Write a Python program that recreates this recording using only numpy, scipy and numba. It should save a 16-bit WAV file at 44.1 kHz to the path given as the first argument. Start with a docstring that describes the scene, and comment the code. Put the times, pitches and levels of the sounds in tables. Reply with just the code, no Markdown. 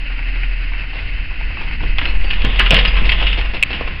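"""A dog pushes a glass storm door open and squeezes out, heard from across a quiet room.
First the room's air booms and rumbles, a hand-held camera hisses and ticks, and the dog steps softly.
At 2 s the latch lets go. Frame and pane clack and rattle, the door closer hisses and squeaks, and the
boom rises in pitch as the door opens. Paws scuff the sill. Near 3.6 s a camera button snaps twice.
The sharpest peaks overload the camera."""
import sys
import numpy as np
from scipy import signal
from scipy.fft import rfft, irfft
from scipy.io import wavfile
from scipy.ndimage import uniform_filter1d
from numba import njit

SR = 44100
rng = np.random.default_rng(int(sys.argv[2]) if len(sys.argv) > 2 else 0)


def store_wav(level_fs):
    """Save 16-bit WAV to argv[1]."""
    pcm = np.round(np.clip(np.atleast_2d(level_fs), -1, 1) * 32767)
    wavfile.write(sys.argv[1], SR, pcm.T.astype(np.int16))


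N = 176400  # 4 seconds

# The deepest note of the room's air: time_s, pitch_hz, level_db
AIR_NOTE = [(0, 37.97, -23), (.46, 38.63, -16.5), (.8, 38.67, -21.5), (.97, 38.7, -27.5), (1.1, 38, -20),
            (1.34, 38.35, -26), (1.47, 39.2, -15.5), (1.6, 38.15, -34.5), (1.92, 38.44, -17),
            (2.03, 38.4, -26), (2.18, 38.1, -13), (2.35, 38.6, -22), (2.44, 40.99, -14),
            (2.85, 41.58, -11.5), (3.15, 43.33, -14), (3.47, 44.96, -16), (3.6, 46.1, -39),
            (4, 45.4, -29.5)]
# How loud each lasting sound is over time: time_s, level_db
RUMBLE_LEVELS = [(0, -29), (.9, -31.5), (1.15, -21.5), (1.4, -21.5), (1.7, -19), (2, -15.5), (2.5, -20),
                 (3.05, -17), (3.55, -24.5), (3.95, -19)]
DRAUGHT_LEVELS = [(1.9, -23.5), (2.1, -11), (2.4, -15.5), (2.7, -28.5), (2.95, -8.5), (3.4, -24),
                  (4, -26.5)]
CLOSER_LEVELS = [(2.25, -57.5), (2.45, -31.5), (2.6, -31.5), (2.8, -26), (2.94, -46.5), (3.1, -32.5),
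                 (3.3, -26.5), (3.45, -46.5), (3.6, -45)]
PUSH_LEVELS = [(0, -47), (1.5, -24), (1.95, -15), (2.05, -3.5), (2.3, -4), (2.5, 0), (2.8, 4.5),
               (2.93, 3.5), (3.25, 2), (3.45, -4.5), (3.65, -6.5), (3.78, -3.5), (4, -7.5)]  # how hard the door is moved

# The tone of each noise, from its lows to its highs: frequency_hz, gain_db
RUMBLE_TONE = [(8, -13), (21, 5.5), (30, -1), (50, -6.5), (75, -10), (110, -30), (200, -28), (400, -48),
               (2000, -87)]
MIC_HISS_TONE = [(60, 5), (130, 5), (210, -11.5), (260, -1), (400, -12.5), (900, -13), (1300, -12.5),
                 (1450, -4), (1600, -6), (2100, 1), (2400, -2.5), (2600, 5), (2800, 1), (2900, -3.5),
                 (3100, -5.5), (3350, -19), (3800, -18.5), (4100, -18), (4700, -17), (5400, -28.5)]
CASE_TONE = [(200, -25), (550, -23.5), (880, -7), (1200, -18), (1500, -3.5), (1900, -6), (2300, 6),
             (2800, -6), (3400, -23.5), (5000, -35)]
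STEP_TONE = [(100, -8), (260, -10), (420, -10.5), (650, -8.5), (890, 2), (1100, -1.5), (1500, -8.5),
             (3000, -26)]
SCUFF_TONE = [(100, -7.5), (300, 1), (600, 0.5), (1000, -1.5), (1500, -7), (2700, 6.5), (3500, -5),
              (4500, -11.5), (5400, -17.5)]
CLOSER_TONE = [(1500, -27), (2500, -3.5), (3000, 4), (3600, 2), (4100, -17), (5300, -27.5)]
SHAKE_TONE = [(50, 12), (100, -4), (180, 0), (280, -10.5), (500, -9), (800, -11), (1100, -9.5),
              (1500, -13.5), (2700, -1), (3400, -18.5), (5300, -34.5)]
BOOM_TONE = [(30, -7), (60, -8), (90, 0), (135, 0), (195, -3.5), (260, -7.5), (400, -12.5), (900, -57)]
KNOCK_TONE = [(120, -29), (300, -11), (500, 7.5), (750, 0.5), (1100, 0), (1600, -6), (3000, -20.5)]
RATTLE_TONE = [(600, -31.5), (1000, -18.5), (1500, -14), (2000, -8), (2400, -5), (2800, 1), (3150, -3),
               (3600, -13), (4200, -17.5), (4600, -21.5), (5400, -27.5)]
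FRAME_TONE = [(120, -21), (300, -2.5), (520, -6.5), (800, -5), (1100, 1.5), (1700, 7), (2300, 4),
              (3200, -32)]

# Small, short sounds: start_s, level_db
CASE_TICKS = [(.100, -33), (.192, -28.5), (.228, -22), (.358, -22.5), (.426, -32), (0.434, -19),
              (.735, -25), (.836, -23.5), (.988, -28), (1.310, -29), (1.411, -27), (1.677, -27),
              (1.712, -19)]
BUTTON_SNAPS = [(3.6263, 2.5), (3.6334, 2.5)]
PAW_STEPS = [(.100, -32), (.192, -36.5), (.360, -34.5), (.440, -46), (.718, -37.5), (.738, -33.5),
             (.840, -38), (.930, -34.5), (1.310, -31.5), (1.411, -34.5), (1.505, -35.5), (1.572, -30.5),
             (1.612, -27.5), (1.677, -34), (1.805, -31.5), (1.836, -30.5)]
# The notes in one button snap: pitch_hz, level_db, rise_ms
BUTTON_NOTES = [(2320, -10, 1.8), (2562, 0, 1.24), (3140, -13, 1.2), (3830, -21.5, 1.34), (4380, -25, 1),
                (1050, -27.5, 1.5)]
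# Paws and fur brushing past: start_s, level_db, length_s
DOG_SCUFFS = [(.93, -34.5, 0.16), (1.565, -39.5, 0.023), (1.599, -33, 0.083), (1.823, -30.5, 0.035),
              (2.005, -28, 0.14), (2.234, -27, 0.028), (3.043, -21.5, .045), (3.373, -23, 0.046),
              (3.447, -28, 0.025), (3.534, -24, 0.053), (3.703, -22.5, 0.024), (3.748, -30, 0.032),
              (3.872, -26, 0.023)]
# Hinge and closer squeaks: start_s, length_s, start_hz, end_hz, level_db
DOOR_SQUEAKS = [(2.069, 0.042, 4110, 4340, -37), (2.215, 0.22, 4630, 4480, -45.5),
                (2.38, 0.16, 3320, 3280, -40), (2.874, 0.022, 4950, 4840, -29)]
# The dog bumping door and floor: start_s, boom_db, knock_db, decay_ms
DOG_BUMPS = [(1.812, -27.5, -42, 18.2), (1.83, -19.5, -33.5, 21.5), (2.441, -17, -27, 28.6),
             (2.710, -18, -13, 15), (2.731, -13, -17.5, 17.5), (2.778, -27.5, -17, 7.7),
             (3.011, -21, -38, 25), (3.213, -28, -23, 34), (3.735, -29, -38, 36), (3.809, -23, -20, 6.8),
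             (3.905, -38, -53, 28)]
# Latch, frame and pane clacking: start_s, rattle_db, frame_db, decay_ms
DOOR_CLACKS = [(1.984, -10.5, -15.5, 7.7), (2.014, -22.5, -22, 12), (2.055, -13.5, -25.5, 7.5),
               (2.304, -17.5, -35.5, 7.2), (2.309, -15.5, -28.5, 9.6), (2.333, -20, -39, 15),
               (2.419, -16.5, -49.5, 7), (2.442, -25, -32, 7), (2.449, -15.5, -19, 9),
               (2.560, -21, -45, 16), (2.591, -13.5, -18, 7.6), (2.595, -10, -13.5, 7.3),
               (2.601, -11, -10.5, 18), (2.66, -17, -19, 8.5), (2.663, -15, -25, 10),
               (2.707, -3.5, -28, 16), (2.734, -15, -33, 5.7), (2.744, -7, -33, 15),
               (2.755, -13.5, -21, 9.1), (2.767, -7.5, -36, 8.5), (2.78, -20.5, -35, 6.4),
               (2.789, -6.5, -34, 7.8), (2.794, -12.5, -31, 5.3), (2.851, -5, -18, 3.9),
               (2.858, -11.5, -27, 6.06), (2.881, -15, -26, 10.5), (2.955, -24, -28, 12),
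               (2.966, -18.5, -27, 25), (2.994, -23, -36.5, 10), (3.093, -7, -25, 7.4),
               (3.119, -10.5, -44, 13), (3.202, -20, -32, 8), (3.226, -17, -33, 9.9),
               (3.268, -13, -38.5, 13), (3.297, -36, -42, 9), (3.329, -16, -39, 10),
               (3.411, -23, -27.5, 15), (3.73, -21.5, -30.5, 41)]
# The ringing notes of metal frame and pane: pitch_hz, level_db, fade_s (time to fall 60 dB)
DOOR_NOTES = [(487, -12, 0.29), (1073, 1.5, 0.2), (1635, -12, 0.082), (1813, -4, 0.14),
              (1993.3, -4.5, 0.063), (2134, -4, 0.11), (2390, -8, 0.15), (2616, -4.5, 0.17),
              (2870, -5, 0.23), (2940, -0.5, 0.059), (3117, -5, 0.27), (3340, -1, 0.11)]

TIME = np.arange(N) / SR
TAIL_TIME = TIME[:SR // 2]


def undb(db):
    """Turn decibels into a number to multiply by."""
    return 10 ** (np.asarray(db) / 20)


def curve(rows, column=1):
    """Join one column of a table with straight lines over time."""
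    rows = np.array(rows)
    return np.interp(TIME, rows[:, 0], rows[:, column])


def colour(sound, tone):
    """Filter a sound with a tone table; white noise keeps its level."""
    size = 8192
    hz, db = np.array(tone).T
    grid_hz = np.arange(size // 2 + 1) * SR / size
    gain = undb(np.interp(np.log(grid_hz + 1), np.log(hz), db))
    gain /= 1 + (grid_hz / 6000) ** 16  # cut the highs
    # Fold the filter so that it never sounds before the hit that drives it.
    folded = irfft(np.log(gain + 1e-7))
    folded[1:size // 2] *= 2
    folded[size // 2 + 1:] = 0
    return excite(sound, irfft(np.exp(rfft(folded))))


def excite(sound, response):
    """Let every sample set off a copy of the response, scaled to an energy of 1."""
    return signal.fftconvolve(sound, response / np.linalg.norm(response))[:N]


def noise(tone):
    """Steady noise with the given tone."""
    return colour(rng.standard_normal(N), tone)


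def wander(hz):
    """A random wobble, about 1 in size and mostly slower than hz."""
    grid_hz = np.arange(N // 2 + 1) * SR / N
    wobble = irfft(rfft(rng.standard_normal(N)) / (1 + (grid_hz / hz) ** 4), N)
    return wobble / wobble.std()


def swell(start, length):
    """An arch that rises quickly and falls more slowly."""
    return np.sin(np.pi * np.clip((TIME - start) / length, 0, 1) ** 0.53)


def hits(starts, levels, decay_ms, strike=0):
    """Bursts of chatter that die away; strike adds a sharp click at the start of each."""
    power, clicks = np.zeros(N), np.zeros(N)
    for start_s, db, ms in np.broadcast(starts, levels, decay_ms):
        start = int(start_s * SR)
        age = TIME[:min(N - start, SR // 4)]
        burst = (undb(db) * np.exp(-1000 * age / ms)) ** 2
        power[start:start + len(age)] += burst
        clicks[start] += strike * np.sqrt(burst.sum())
    return (clicks + np.sqrt(power) * rng.standard_normal(N)) / np.hypot(1, strike)


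def room(sound, fade_s=0.49, echo_db=-9.5, delay_s=0.005):
    """Add the short echo of a furnished room."""
    fade = np.exp(-np.log(1000) * TAIL_TIME / fade_s)
    echo = rng.standard_normal(len(fade)) * fade * (TAIL_TIME > delay_s)
    return sound + undb(echo_db) * excite(sound, echo)


def air():
    """The room's air booms and rumbles, and the open door lets the pressure swing slowly."""
    boom_gain = np.sqrt(2) * undb(curve(AIR_NOTE, column=2) + 0.6 * wander(12))
    boom = boom_gain * np.sin(2 * np.pi * np.cumsum(curve(AIR_NOTE)) / SR)
    draught = wander(hz=3.5) * undb(curve(DRAUGHT_LEVELS))
    draught -= uniform_filter1d(draught, SR // 2)  # take out the slowest drift
    rumble = noise(RUMBLE_TONE) * undb(curve(RUMBLE_LEVELS))
    return boom + rumble + draught


def camera(hiss_db=-30):
    """The microphone hisses, the case ticks in the hand, and a button snaps down and up."""
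    sound = noise(MIC_HISS_TONE) * undb(hiss_db + 1.4 * wander(18))
    starts, levels = np.array(CASE_TICKS).T
    sound += colour(hits(starts, levels, decay_ms=4.5, strike=0.9), CASE_TONE)
    for start, snap_db in BUTTON_SNAPS:
        age = np.maximum(TIME - start, 0)
        for hz, note_db, rise_ms in BUTTON_NOTES:
            rise = 1000 * age / rise_ms
            shape = (rise * np.exp(1 - rise)) ** 1.66
            sound += undb(snap_db + note_db) * shape * np.sin(2 * np.pi * hz * age)
    return sound


def dog():
    """The dog steps softly; paws and fur brush floor, sill and door."""
    starts, levels = np.array(PAW_STEPS).T
    steps = colour(hits(starts, levels, decay_ms=8.8, strike=0.35), STEP_TONE)
    brushing = noise(SCUFF_TONE) * undb(2 * wander(150))
    strokes = sum(undb(db) * swell(start, length) for start, db, length in DOG_SCUFFS)
    return steps + brushing * strokes


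def closer(wobble_hz=22):
    """Air leaks from the tube that pulls the door shut, while it and the hinges squeak thinly."""
    sound = noise(CLOSER_TONE) * undb(curve(CLOSER_LEVELS))
    for start, length, start_hz, end_hz, db in DOOR_SQUEAKS:
        hz = np.interp(TIME, [start, start + length], [start_hz, end_hz]) + wobble_hz * wander(200)
        squeak = np.sqrt(2) * np.sin(2 * np.pi * np.cumsum(hz) / SR)
        sound += undb(db) * swell(start, length) * squeak
    return sound


def shaking(taps_per_s=700, spread_db=1.5, level_db=-26.5):
    """The door shakes with tiny random taps, louder the harder it is pushed."""
    is_tap = rng.random(N) < taps_per_s / SR
    sizes = undb(spread_db * np.minimum(rng.exponential(size=N), 4))
    taps = is_tap * sizes * rng.choice([-1, 1], N)
    return colour(taps / taps.std(), SHAKE_TONE) * undb(level_db + curve(PUSH_LEVELS))


def door(ring_db=-18.5):
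    """Clacks, dull bumps and shaking set the metal frame and glass pane ringing."""
    starts, rattle_db, frame_db, decay_ms = np.array(DOOR_CLACKS).T
    rattle = colour(hits(starts, rattle_db, decay_ms, strike=0.35), RATTLE_TONE)
    frame = colour(hits(starts, frame_db, decay_ms), FRAME_TONE)
    starts, boom_db, knock_db, decay_ms = np.array(DOG_BUMPS).T
    booms = colour(hits(starts, boom_db, decay_ms), BOOM_TONE)
    knocks = colour(hits(starts, knock_db, decay_ms), KNOCK_TONE)
    vibration = rattle + frame + booms + knocks + shaking()
    ringing = np.zeros(len(TAIL_TIME))
    for hz, db, fade_s in DOOR_NOTES:
        fade = np.exp(-np.log(1000) * TAIL_TIME / fade_s) / np.sqrt(fade_s)
        ringing += undb(db) * fade * np.sin(2 * np.pi * hz * TAIL_TIME)
    return vibration + undb(ring_db) * excite(vibration, ringing)


def scene():
    """Door and dog in the room, with its air and the camera's own noises, in one channel."""
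    return (room(door() + closer() + dog()) + air() + camera())[None]


@njit
def follow_level(sound, rise_ms, fall_ms):
    """Track how loud a sound is, with one lag going up and another going down."""
    levels, level = np.empty(len(sound)), 0.
    for i, size in enumerate(np.abs(sound)):
        lag_ms = rise_ms if size > level else fall_ms
        level += (size - level) * 1000 / (lag_ms * SR)
        levels[i] = level
    return levels


def record(dry, limit_db=-5.5, treble_hz=5400, top_hz=16000):
    """The camera cuts the highs and turns loud sounds down, too slowly for sharp peaks, which clip."""
    level = follow_level(dry[0], rise_ms=2.16, fall_ms=12.0)
    limited = dry / np.maximum(level / undb(limit_db), 1)
    dulled = signal.sosfiltfilt(signal.ellip(8, .2, 50, treble_hz, fs=SR, output="sos"), limited)
    clipped = np.clip(dulled, -1, 1)
    return signal.sosfilt(signal.ellip(8, .2, 70, top_hz, fs=SR, output="sos"), clipped)


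dry = scene()
out = record(dry)
store_wav(out)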